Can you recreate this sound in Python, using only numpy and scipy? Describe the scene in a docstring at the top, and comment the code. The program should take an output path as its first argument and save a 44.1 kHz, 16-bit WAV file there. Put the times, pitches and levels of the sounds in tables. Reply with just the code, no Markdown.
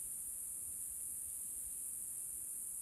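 """Cicadas in a tropical forest.

Two near cicadas each snap their tymbals in a pair of sharp clicks, some forty times a second.
A far crowd is smeared by the trees into a high hiss. Below lie faint air, hum, a thin insect whine,
rumble, stirring leaves and a few soft bumps on the hand-held microphone."""
import sys
import numpy as np
from scipy import signal
from scipy.fft import rfft, irfft
from scipy.io import wavfile

SR = 44100
rng = np.random.default_rng(int(sys.argv[2]) if len(sys.argv) > 2 else 0)


def wrap_up_sound(samples):
    """Save the sound to the file named by the first command line argument, as 16-bit audio."""
    columns = np.atleast_2d(samples).T
    # keep every value between -1 and 1, then stretch to whole-number steps
    tamed = np.clip(columns, -1, 1)
    steps = np.round(tamed * 32767).astype(np.int16)
    wavfile.write(sys.argv[1], SR, steps)


N = 123921

# Noise spectra. 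Each row: frequency in Hz, relative density in dB.
AIR_SPECTRUM = [(20, -19), (33, -5.5), (60, -1.5), (125, -8), (200, -9), (330, -11), (460, -16.5),
                (800, -20.5), (1300, -21), (2200, -25), (6000, -28.5), (13000, -31)]
RUMBLE_SPECTRUM = [(30, -19), (90, -3.5), (170, 0), (310, -2), (450, -14.5), (1000, -35.5), (4000, -62)]
RUSTLE_SPECTRUM = [(600, -9), (1300, -3.5), (3200, 1.5), (4500, -0.5), (7000, -12.5), (13000, -26)]
# Noise envelopes. Each row: time in seconds, level in dB.
RUMBLE_ENVELOPE = [(0, -77.5), (.2, -80), (.42, -80.5), (.57, -72), (.78, -75.5), (.87, -81.5),
                   (1.1, -74.5), (1.36, -83), (1.55, -74.5), (1.85, -83), (2.08, -76), (2.25, -82.5),
                   (2.5, -76.5), (2.81, -85)]
RUSTLE_ENVELOPE = [(0, -80), (.6, -84.5), (.83, -82), (1.1, -84.5), (1.32, -80), (1.7, -78), (1.9, -84.5),
                   (2.2, -83), (2.45, -96), (2.81, -94)]
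# Foliage ticks. Each row: start in seconds, level in dB, resonance in Hz.
LEAF_TICKS = [(.825, -75, 3300), (1.002, -71, 2500), (1.30, -72, 3770), (2.18, -73, 4200),
              (2.535, -77, 4700)]
# Microphone bumps. Each row: centre in seconds, envelope peak in dB, frequency in Hz.
MIC_BUMPS = [(.06, -58.5, 60), (0.289, -59.5, 56.3), (0.631, -61, 87), (.695, -57, 78), (0.917, -61, 58.3),
             (1.14, -64, 70), (1.28, -62.5, 79), (1.574, -60, 54.7), (1.674, -56.5, 55), (2.10, -63, 73),
             (2.343, -59.5, 54), (2.735, -65, 55.4)]
# Song filters. Each row: frequency in Hz, relative gain in dB.
FAR_SONG_EQ = [(5000, -55.5), (6100, -28), (7000, -13.5), (8000, -1.5), (9000, 2), (9700, 3), (10200, -4.5),
               (11200, -6.5), (12200, -9), (13300, -27.5)]
NEAR_SONG_EQ = [(5000, -61), (6100, -25.5), (7000, -13.5), (8000, -8), (9200, 0.5), (10500, -0.5),
                (11700, -2.5), (12600, -7), (13400, -14)]
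# Near cicadas. Each row: start in seconds, cycle rate in Hz, gap within the click pair in seconds,
# direct level in dB, tymbal resonance in Hz.
NEAR_CICADAS = [(.0038, 44.72, .0072, -54.0, 9900), (.0031, 40.57, .00918, -56.0, 9800)]

AIR_DB = -68.5
HUM_HZ, HUM_DB = 80.8, -80.5
WHINE_HZ, WHINE_WIDTH_HZ, WHINE_DB = 2604, 90, -88.5
TICK_DECAY_S, TICK_WIDTH_HZ = .011, 1600
BUMP_SIGMA_S = .012
FAR_RATE_HZ, FAR_RATE_SPREAD, FAR_GAP_S, FAR_DB = 43, .09, .008, -51.5
LEAF_T60_S = .015
ECHO_T60_S, ECHO_GAIN_DB, ECHO_SWAY_HZ = .9, 4.5, .3
PERIOD_SPREAD, CYCLE_JITTER_S, GAP_JITTER_S = .002, .00016, .000014
TYMBAL_WIDTH_HZ, CLICK_SPREAD_DB = 4500, 1.25
CUTOFF_HZ = 13400


def from_db(db):
    """Decibels to gain."""
    return 10 ** (np.asarray(db) / 20)


def unit_rms(x):
    """Scale to unit rms."""
    return x / np.sqrt(np.mean(x ** 2) + 1e-20)


def colour(x, spectrum):
    """Filter by (Hz, dB) points; unit rms."""
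    hz, db = np.transpose(spectrum)
    bins_hz = np.maximum(np.fft.rfftfreq(N, 1 / SR), 1)
    gain = from_db(np.interp(np.log(bins_hz), np.log(hz), db))
    return unit_rms(irfft(rfft(x) * gain, N))


def resonate(x, hz, width_hz):
    """Two-pole resonance, unit peak gain."""
    radius = np.exp(-np.pi * width_hz / SR)
    zeros = np.array([1, 0, -1]) * (1 - radius ** 2) / 2
    poles = [1, -2 * radius * np.cos(2 * np.pi * hz / SR), radius ** 2]
    return signal.lfilter(zeros, poles, x + 1e-18)


def scatter(x, t60_s):
    """Dense decaying reflections off leaves and trunks, built up from the start; unit rms."""
    decay_db = np.maximum(-60 * np.arange(N) / SR / t60_s, -200)
    tail = rng.standard_normal(N) * from_db(decay_db)
    return unit_rms(irfft(rfft(x) * rfft(tail), N))


def background(t):
    """Soft air, a low hum and the whine of a very distant insect."""
    air = from_db(AIR_DB) * colour(rng.standard_normal(N), AIR_SPECTRUM)
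    hum = from_db(HUM_DB) * unit_rms(np.sin(2 * np.pi * HUM_HZ * t))
    whine = from_db(WHINE_DB) * unit_rms(resonate(rng.standard_normal(N), WHINE_HZ, WHINE_WIDTH_HZ))
    return air + hum + whine


def rumble(t):
    """Low noise swells and sinks."""
    level_db = np.interp(t, *np.transpose(RUMBLE_ENVELOPE))
    return from_db(level_db) * colour(rng.standard_normal(N), RUMBLE_SPECTRUM)


def foliage(t):
    """Leaves rustle faintly, with a few tiny ticks."""
    level_db = np.interp(t, *np.transpose(RUSTLE_ENVELOPE))
    out = from_db(level_db) * colour(rng.standard_normal(N), RUSTLE_SPECTRUM)
    for start_s, db, hz in LEAF_TICKS:
        decay = (t >= start_s) * np.exp(-np.abs(t - start_s) / TICK_DECAY_S)
        out += from_db(db) * decay * unit_rms(resonate(rng.standard_normal(N), hz, TICK_WIDTH_HZ))
    return out


def mic_bumps(t):
    """Each bump on the microphone is a low swell of a few cycles."""
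    out = np.zeros(N)
    for centre_s, db, hz in MIC_BUMPS:
        swell = np.exp(-.5 * ((t - centre_s) / BUMP_SIGMA_S) ** 2)
        out += from_db(db) * swell * np.cos(2 * np.pi * (hz * (t - centre_s) + rng.random()))
    return out


def clicks(times_s):
    """Impulses of slightly uneven strength."""
    out = np.zeros(N)
    at = np.round(times_s * SR).astype(int)
    gains = from_db(CLICK_SPREAD_DB * rng.standard_normal(len(at)))
    inside = (at >= 0) & (at < N)
    out[at[inside]] = gains[inside]
    return out


def tymbal(start_s, rate_hz, gap_s, cycles=180):
    """Each muscle cycle buckles the tymbal in and lets it spring back: two opposite clicks."""
    periods_s = (1 + PERIOD_SPREAD * rng.standard_normal(cycles)) / rate_hz
    buckle_s = start_s + np.cumsum(periods_s) - periods_s[0]
    buckle_s += CYCLE_JITTER_S * rng.standard_normal(cycles)
    inward = clicks(buckle_s)
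    outward = clicks(buckle_s + gap_s + GAP_JITTER_S * rng.standard_normal(cycles))
    return inward - outward


def far_cicadas(count=14):
    """A crowd, each at its own rate, blurred by foliage."""
    crowd = np.zeros(N)
    for phase, pace, spacing in rng.uniform(-1, 1, (count, 3)):
        rate_hz = FAR_RATE_HZ * (1 + FAR_RATE_SPREAD * pace)
        gap_s = FAR_GAP_S * (1 + .2 * spacing)
        crowd += scatter(tymbal((phase - 1) / rate_hz, rate_hz, gap_s), LEAF_T60_S)
    return from_db(FAR_DB) * colour(crowd, FAR_SONG_EQ)


def forest_echo(song, t):
    """Leaves and microphone move, so the echo drifts between two sets of reflections."""
    sway_rad = 2 * np.pi * ECHO_SWAY_HZ * t
    first, second = scatter(song, ECHO_T60_S), scatter(song, ECHO_T60_S)
    return from_db(ECHO_GAIN_DB) * (np.cos(sway_rad) * first + np.sin(sway_rad) * second)


def near_cicadas(t):
    """Click pairs ring each tymbal's resonance; the trees echo the song."""
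    out = np.zeros(N)
    for start_s, rate_hz, gap_s, db, hz in NEAR_CICADAS:
        ringing = resonate(tymbal(start_s, rate_hz, gap_s), hz, TYMBAL_WIDTH_HZ)
        song = colour(ringing, NEAR_SONG_EQ)
        out += from_db(db) * (song + forest_echo(song, t))
    return out


def scene():
    """Mono sum of all sources."""
    t = np.arange(N) / SR
    cicadas = near_cicadas(t) + far_cicadas()
    return (cicadas + background(t) + rumble(t) + foliage(t) + mic_bumps(t))[None]


def record(dry):
    """Steep low-pass."""
    lowpass = signal.firwin(601, CUTOFF_HZ, fs=SR, window="blackman")
    return signal.fftconvolve(dry, lowpass[None], "same", axes=1)


dry = scene()
out = record(dry)
wrap_up_sound(out)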